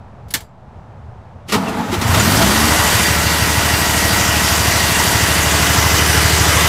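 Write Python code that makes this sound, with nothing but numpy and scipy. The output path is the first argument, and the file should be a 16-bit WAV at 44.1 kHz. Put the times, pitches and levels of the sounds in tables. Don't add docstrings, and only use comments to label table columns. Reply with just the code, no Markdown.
import sys
import numpy as np
from scipy import signal
from scipy.fft import rfft, irfft, next_fast_len
from scipy.io import wavfile

SR = 44100
rng = np.random.default_rng(int(sys.argv[2]) if len(sys.argv) > 2 else 0)


def master_out(mix):
    frames = np.transpose(np.atleast_2d(mix))
    ceiling = np.clip(frames, -1, 1)
    pcm = np.round(ceiling * 32767).astype(np.int16)
    wavfile.write(sys.argv[1], SR, pcm)


def voltage_ratio(level):
    return 10 ** (np.asarray(level, float) / 20)


N = 294588
TIME = np.arange(N) / SR
CATCH_S, CATCH_TAKES_S = 1.84, 0.31
HIGH_TONE_START_S, HIGH_TONE_END_S = 2.412, 2.985
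APPROACH_S = 5.27


def in_time(rows):
    s, *columns = np.transpose(rows)
    return np.array([np.interp(TIME, s, c) for c in columns])


def at_hz(points, hz):
    points_hz, values = np.array(points).T
    return np.interp(np.log(hz), np.log(points_hz), values)


def rms_one(x, start=0):
    return x / np.sqrt(np.mean(x[start:] ** 2) + 1e-20)


def ramp(start_s, takes_s):
    return np.clip((TIME - start_s) / takes_s, 0, 1)


def approach():
    return ramp(APPROACH_S, 0.88)


def fuel():
    return ramp(CATCH_S, CATCH_TAKES_S) * (1 - ramp(2.53, 0.43))


def drift(rate_hz):
    knots = rng.standard_normal(7 * 40 + 2)
    place = TIME[::8] * np.clip(rate_hz, .1, 39)
    return np.repeat(np.interp(place, np.arange(len(knots)), knots), 8)[:N]


def slow_gain(db):
    return np.repeat(voltage_ratio(db[::8]), 8)[:N]


def coloured(x, spectrum):
    size = next_fast_len(N + 4096)
    hz = np.maximum(np.arange(size // 2 + 1) * SR / size, 1)
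    return irfft(rfft(x, size) * voltage_ratio(at_hz(spectrum, hz)), size)[:N]


def butter(x, order, hz, kind):
    return signal.sosfilt(signal.butter(order, hz, kind, fs=SR, output="sos"), x)


def ring(x, hz, t60):
    r, w = voltage_ratio(-60 / (t60 * SR)), 2 * np.pi * hz / SR
    return signal.lfilter([0, np.sin(w)], [1, -2 * r * np.cos(w), r * r], x + 1e-18)


def resonances(x, peaks, trim_db):
    out = 0
    for hz, width_hz, db in peaks:
        r = np.exp(-np.pi * width_hz / SR)
        zeros = [(1 - r * r) / 2, 0, (r * r - 1) / 2]
        poles = [1, -2 * r * np.cos(2 * np.pi * hz / SR), r * r]
        out = out + voltage_ratio(db + trim_db) * signal.lfilter(zeros, poles, x)
    return out


def blows(events, tone, trim_db, rise_s):
    noise = rms_one(coloured(rng.standard_normal(N), tone))
    highs = butter(noise, 1, 3000.0, "high")
    out, age = np.zeros(N), TIME[:SR // 2]
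    for s, db, t60, bright_db in events:
        shape = (1 - np.exp(-age / rise_s)) * voltage_ratio(db + trim_db - 60 * age / max(t60, .01))
        at = round(s * SR)
        span = slice(at, at + len(age))
        out[span] += shape * (noise[span] + (voltage_ratio(bright_db) - 1) * highs[span])
    return out


# frequency in Hz, level in dB per Hz.
YARD_TONE = [(25, -29), (65, 0), (120, 1.5), (160, -9.5), (215, -9.5), (300, -20.5), (600, -15), (850, -13),
             (1050, -19), (1300, -22), (2000, -32), (4000, -42.5), (8000, -51.5), (15000, -70)]


def yard():
    duck_db = -4 * ramp(0.42, .04) * (1 - ramp(0.553, 0.19))
    rumble_db = -37 + duck_db + np.clip(TIME - .7, 0, 1.0)
    hiss_db = -44 + duck_db
    low = butter(coloured(rng.standard_normal(N), YARD_TONE), 2, 300.0, "low")
    high = butter(coloured(rng.standard_normal(N), YARD_TONE), 2, 260.0, "high")
    return voltage_ratio(rumble_db + 1.4 * drift(22)) * rms_one(low) + voltage_ratio(hiss_db + 0.5) * rms_one(high)


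# start in seconds, peak in dB, decay t60 in seconds, brightness in dB.
SWITCH_BLOWS = [
    (0.2832, -32, 0.11, -3),
    (0.3057, -19, 0.092, 1),
    (0.338, -0.5, 0.062, 6),
    (0.3444, -7.5, 0.15, -6.5),
    (0.3507, -10, 0.094, -12.5),
    (0.404, -25.5, 0.11, -1),
]
# frequency in Hz, level in dB per Hz.
SWITCH_TONE = [(88, -34), (150, -4), (481, -9.5), (631, -12.5), (912, -4), (1270, -9), (2270, -2),
               (2550, -10), (3350, -4.5), (14300, -10.5), (15500, -12.5)]
# frequency in Hz, level in dB, decay t60 in seconds.
SWITCH_RING = [(1760, -35.5, 0.0295), (4450, -45.5, 0.046), (4750, -53.5, .1), (7120, -56.5, .15),
               (7600, -55, .2), (7900, -58, .15), (10170, -46, .06)]


def switch():
    snap = blows(SWITCH_BLOWS, SWITCH_TONE, trim_db=-11.5, rise_s=.0012)
    return snap + sum(voltage_ratio(db) * ring(snap, hz, t60) for hz, db, t60 in SWITCH_RING)


# start in seconds, peak in dB, decay t60 in seconds, brightness in dB.
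PINION_BLOWS = [(1.4837, -13, 0.11, 0), (1.493, -12, 0.087, 0), (1.5205, 3.5, 0.12, 0),
                (1.5387, -2.5, 0.14, 0), (1.6797, -9.5, 0.12, 0), (1.914, -8.5, 0.15, 0),
                (1.927, -9, 0.088, .3), (1.9394, -6, 0.091, .3), (2.0113, -1, 0.14, 0.0062),
                (2.1375, 2.5, 0.12, 0), (2.1954, 0.5, 0.09, 0), (2.415, 3, 0.11, .3)]
# frequency in Hz, level in dB per Hz.
PINION_TONE = [(88, -32), (190, 1.5), (560, -10.5), (860, -13), (1420, -4.5), (1540, -30), (1910, -7),
               (2100, -11), (5540, -17.5), (15500, -30)]


def pinion():
    return blows(PINION_BLOWS, PINION_TONE, trim_db=-10.5, rise_s=0.0045)


# start in seconds, level in dB,
# frequency in Hz, decay t60 in seconds.
KNOCKS = [(.303, -33, 4450, .05), (.305, -26, 10170, 0.056), (.34, -13, 1870, 0.038), (.37, -50, 7150, .2),
          (.37, -48.5, 7400, 0.27), (.37, -50, 7750, .2), (.41, -48, 4760, .15), (1.55, -16, 264, 0.27),
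          (1.62, -17, 210, 0.23), (1.674, -19.5, 2700, 0.073), (1.78, -16, 840, .1),
          (1.84, -17, 1294, 0.066), (1.924, -10.5, 356, 0.14), (1.945, -25, 1324, .06),
          (2.105, -11.5, 1060, 0.088), (2.17, -11.5, 640, 0.14), (2.196, -7, 7050, 0.061),
          (2.206, -2.5, 1420, 0.036), (2.4, -10.5, 669, 0.22), (3.05, -12.5, 4700, .1)]


def knocks():
    out, age = np.zeros(N), TIME[:SR // 2]
    for s, db, hz, t60 in KNOCKS:
        at = round(s * SR)
        decay = (1 - np.exp(-age / 0.0023)) * voltage_ratio(db - 60 * age / max(t60, .01))
        out[at:at + len(age)] += decay * np.sin(2 * np.pi * hz * age)
    return out


# start in seconds, peak in dB, pipe frequency in Hz.
THUDS = [
    (1.55, -18.5, 99.6),
    (1.751, -24, 92),
    (1.891, -15.5, 90),
    (1.977, -13, 96),
    (2.046, -9, 111),
    (2.089, -8, 99),
    (2.124, -7, 113),
]


def first_firings():
    out = np.zeros(N)
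    push = np.hanning(220) / 110
    for s, db, hz in THUDS:
        click = np.zeros(N)
        click[round(s * SR):][:len(push)] = voltage_ratio(db + 2.5) * push
        out += ring(click, hz, t60=0.16)
    return butter(out, 2, [53.0, 500.0], "band")


# time in seconds, firings per second.
SPEED = [(1.5, 5), (1.89, 11), (2.0, 12), (2.07, 26.6), (2.15, 31.3), (2.29, 47.1), (2.39, 56.6),
         (2.49, 67.7), (2.55, 72.3), (2.63, 75), (2.7, 77.1), (3.0, 76.8), (3.3, 76.35), (3.7, 76.35),
         (4.9, 76.08), (5.3, 76.2), (6.1, 76.55), (6.68, 76.7)]


def firing_rate():
    return in_time(SPEED)[0]


def crank():
    hard_at_s = 5.944
    cycles = np.cumsum(firing_rate() * (TIME > 1.5)) / SR / 6
    return cycles + 2 - cycles[round(hard_at_s * SR)] % 2


# meshes per cycle, prominence in dB.
TEETH = [(150.9, 4.5), (158.9, 3), (235, -.5), (218, -1), (369, -2)]


def whine(cycles):
    high_tone_on = (TIME > HIGH_TONE_START_S) * (TIME < HIGH_TONE_END_S)
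    out = voltage_ratio(-35) * np.sin(2 * np.pi * 14643 * TIME) * high_tone_on
    idle_db, near_db = np.c_[[-29.5, -33.5, -36.5, -31, -35]], np.c_[[-5, 2, 6, -2, -6]]
    fuel_db = np.c_[[0.9, 1.5, 0.13, .3, .3]]
    levels = idle_db + near_db * ramp(APPROACH_S, 0.37) + fuel_db * fuel()
    for (teeth, lift_db), db in zip(TEETH, levels):
        gain = ramp(2.2, .35) * slow_gain(db + lift_db + 3 * drift(25))
        out = out + gain * np.sin(2 * np.pi * teeth * cycles + .7 * drift(25))
    return out


def hard_cylinder(cycles, ring_orders, length):
    turn = np.round(cycles)
    angle = cycles - turn
    skip_start_s, skip_end_s = 2.84, 3.8
    skipping = (TIME > skip_start_s) * (TIME < skip_end_s)
    hunt_period_s, hunt_weak_at_s = .54, 4.98
    hunt_db = -3 * (1 - .7 * ramp(5.9, .3)) * np.cos(2 * np.pi * (TIME - hunt_weak_at_s) / hunt_period_s)
    skip_db = 4 - 12 * (turn % 2)
    thump_db = -16 + 4 * approach() + np.where(skipping, skip_db, hunt_db * (TIME > skip_end_s))
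    luck_db = rng.normal(0, 0.98, 100)[turn.astype(int)]
    packet = np.exp(-(angle / length) ** 2) * np.cos(2 * np.pi * ring_orders * angle)
    return voltage_ratio(thump_db + luck_db) * packet * ramp(2.55, 0.18)


# multiple of the two-turn cycle, level in dB.
CYCLE = [(1, -38), (2, -33), (3, -23), (4, -21), (5, -16), (6, 0), (7, -10), (8, -5), (9, -11), (10, -11),
         (11, -16), (12, -9), (13, -10), (14, -15), (15, -9), (16, -15), (17, -16), (18, -13), (19, -23),
         (20, -17), (21, -20), (22, -11), (23, -20), (24, -12), (25, -24), (26, -14), (27, -17), (28, -24),
         (29, -24), (30, -16)]
BLOCK = [33, 34, 36, 38, 45, 47, 51, 52, 55, 56, 62, 66, 69, 70, 74, 76, 79, 106, 116, 148]
BLOCK_DB = [-18, -18, -12, -17, -12, -17, -12, -11, -13, -11, -17, -13, -16, -16, -14, -15, -17, -11, -14,
            -15]


def uneven_orders(cycles):
    near, out = approach(), 0
    orders = CYCLE + list(zip(BLOCK, BLOCK_DB))
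    for (order, db), start in zip(orders, rng.uniform(0, 2 * np.pi, 50)):
        if order in (6, 7, 8, 9, 10, 12, 18):
            continue
        level_db = db + 2.8 * drift(2.5 + order / 8) - 1.5 * near * (order > 32)
        phase = 2 * np.pi * order * cycles + start + order / 70 * drift(9)
        out = out + slow_gain(level_db) * np.sin(phase)
    return voltage_ratio(-21.5 - 30.0 * (1 - ramp(2.31, 0.39))) * rms_one(out)


# frequency in Hz, level in dB.
PIPE = [(30, -42), (60, -34), (72, -21), (98, -14.5), (145, -26.5), (190, -19), (240, -22.5), (380, -36)]
FULL_FUEL_DB = [-.6, -3, -0.1, -4, 0.2]


def exhaust(cycles):
    idling = ramp(2.7, 0.061)
    firing_hz = firing_rate()
    gains = np.array([slow_gain(at_hz(PIPE, (k + 1) * firing_hz) + db) for k, db in enumerate(FULL_FUEL_DB)])
    gains = gains * ramp(2.08, .07) * (1 - idling) * voltage_ratio(1.5 * drift(35))
    idle_db, near_db = np.c_[[-24.5, -32.5, -34]], np.c_[[5.5, 7.5, -10]]
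    gains[:3] += idling * voltage_ratio(idle_db + near_db * approach() + 1.4 * drift(5))
    out = uneven_orders(cycles)
    for k, gain in enumerate(gains):
        out = out + 2 ** .5 * gain * np.cos(12 * np.pi * (k + 1) * cycles)
    return out


def contacts(cycles):
    angles, sizes = rng.random(900), rng.standard_normal(900)
    turns = np.arange(np.ceil(cycles[0]), cycles[-1])[:, None] + angles
    at = np.interp(turns, cycles, np.arange(N)).astype(int)
    out = np.zeros(N)
    np.add.at(out, at.ravel(), np.tile(sizes, len(turns)))
    even = np.sqrt(cycles[-1] / (np.gradient(cycles) * N + 1e-3))
    return rms_one(out * even, start=N // 2)


# frequency in Hz, share 0-1.
REPEATS = [(60, .2), (300, .5), (800, .55), (1400, .35), (3000, .25), (6000, .1)]
# time in seconds, level in dB over idle.
SHAKE = [(1.44, -60), (1.47, -36), (1.49, -10), (1.545, 3.5), (1.6, -4), (1.72, -4.5), (1.8, -3.5),
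         (1.875, -7), (1.94, -3), (1.975, -5.5), (2.12, 0), (2.3, 1.5), (2.95, 1.5), (3.2, -0.74),
         (4.4, 0.07), (6.3, 1.46), (6.68, 2)]
# frequency in Hz, level in dB.
SPIN_IN_TONE = [(200, -9), (800, -23), (2500, 3.5), (8000, -4)]
# frequency in Hz, level in dB.
CRANKING_TONE = [(200, 7.5), (800, 5), (2500, -1.5), (8000, -9.5)]
# frequency in Hz, level in dB.
FULL_FUEL_TONE = [(150, 5), (330, 8), (480, 4), (800, 3.5), (1500, 1.1), (2500, -1), (8000, -1)]
# frequency in Hz, level in dB.
NEAR_TONE = [(150, 0.5), (240, -4), (330, 4), (470, 5), (580, 0.5), (1000, 0.8), (2500, .2), (8000, -0.4)]


def clatter_and_roar(cycles):
    strikes = contacts(cycles)
    pulse = voltage_ratio(0.67 * np.cos(12 * np.pi * cycles) + 0.56 * np.cos(4 * np.pi * cycles))
    roar = rng.standard_normal((2, N)) * pulse
    meshed, load = ramp(1.5, .045), fuel()
    cranking = meshed * (1 - ramp(CATCH_S, CATCH_TAKES_S))
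    states = [(SPIN_IN_TONE, 1 - meshed), (CRANKING_TONE, cranking),
              (FULL_FUEL_TONE, load), (NEAR_TONE, approach())]
    shake_db = in_time(SHAKE)[0]
    out, edges = 0, 30 * 2 ** np.arange(0, 9.3, 1 / 3)
    for k, (low, high) in enumerate(zip(edges, edges[1:])):
        hz = np.sqrt(low * high)
        share = np.clip(at_hz(REPEATS, hz), 0, 1)
        level_db = shake_db + sum(at_hz(tone, hz) * weight for tone, weight in states)
        level_db = level_db - (hz < 150) * 12.0 * (TIME < 1.88)
        rough_db = 0.91 + .8 * load * (hz < 1500)
        level_db = level_db + rough_db * drift(9) + 1.22 * drift(35)
        source = np.sqrt(share) * strikes + np.sqrt(1 - share) * roar[k % 2]
        out = out + slow_gain(level_db) * butter(source, 2, [low, high], "band")
    return out


# frequency in Hz, level in dB per Hz.
HOUSING = [(25, -30), (70, -7.5), (250, -17.5), (520, -20), (680, -16.5), (1000, -14.5), (2000, -16),
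           (2300, -18.5), (3000, -19), (4200, -21.5), (4700, -20.5), (8450, -23), (8650, -25.5),
           (15100, -29.5)]
# frequency in Hz, width in Hz, level in dB.
PANELS = [(950, 110, -3), (1485, 30, -3), (1880, 40, -3), (2060, 25, -3), (2400, 60, -4), (2780, 60, 2),
          (2985, 45, 1), (4690, 80, 3), (5800, 150, -5), (9550, 120, -3)]
# frequency in Hz, width in Hz, level in dB.
NEAR_PANELS = [(1660, 110, 1), (2030, 40, 2), (2990, 45, 4), (2480, 60, 0), (2150, 50, 0), (3500, 40, -3),
               (4960, 150, 2), (5950, 300, -3)]
# frequency in Hz, width in Hz, level in dB.
STARTER_CASE = [(210, 73, 3), (432, 31, 3), (665, 22, -6.5), (830, 140, -6.5), (1240, 82, -20)]


def housing(cycles):
    out = coloured(clatter_and_roar(cycles), HOUSING)
    out = out - 0.44 * butter(out, 2, 300.0, "low")
    caught, near = ramp(1.9, 0.32), ramp(5.2, 0.87)
    rings = caught * (1 - 0.71 * near) * resonances(out, PANELS, trim_db=-5.5)
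    rings = rings + near * resonances(out, NEAR_PANELS, trim_db=-8.0)
    rings = rings + (1 - caught) * resonances(out, STARTER_CASE, trim_db=4.5)
    out = (0.51 + 0.61 * caught) * out + rings
    high_tone_on = (TIME > HIGH_TONE_START_S) * (TIME < HIGH_TONE_END_S)
    out = out - .75 * high_tone_on * coloured(out, [(14100, -60), (14250, 0), (15050, 0), (15200, -60)])
    return voltage_ratio(-14.5) * rms_one(out, start=N // 2)


def scene():
    cycles = crank()
    starting = switch() + pinion() + knocks() + first_firings()
    running = whine(cycles) + hard_cylinder(cycles, ring_orders=8.28, length=0.19)
    running = running + exhaust(cycles) + housing(cycles)
    return np.tile(yard() + starting + running, (2, 1))


def top_cut(x):
    return signal.sosfilt(signal.butter(12, 16450, fs=SR, output="sos"), x)


# frequency in Hz, level in dB.
TOP = [(15000, 0), (15250, -8), (15720, -11), (15850, -60.5)]


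def record(dry):
    rounded = 1.271 * np.tanh(dry / 1.325)
    mix = np.tile(coloured(rounded[0], TOP), (2, 1))
    return top_cut(mix)


dry = scene()
out = record(dry)
master_out(out)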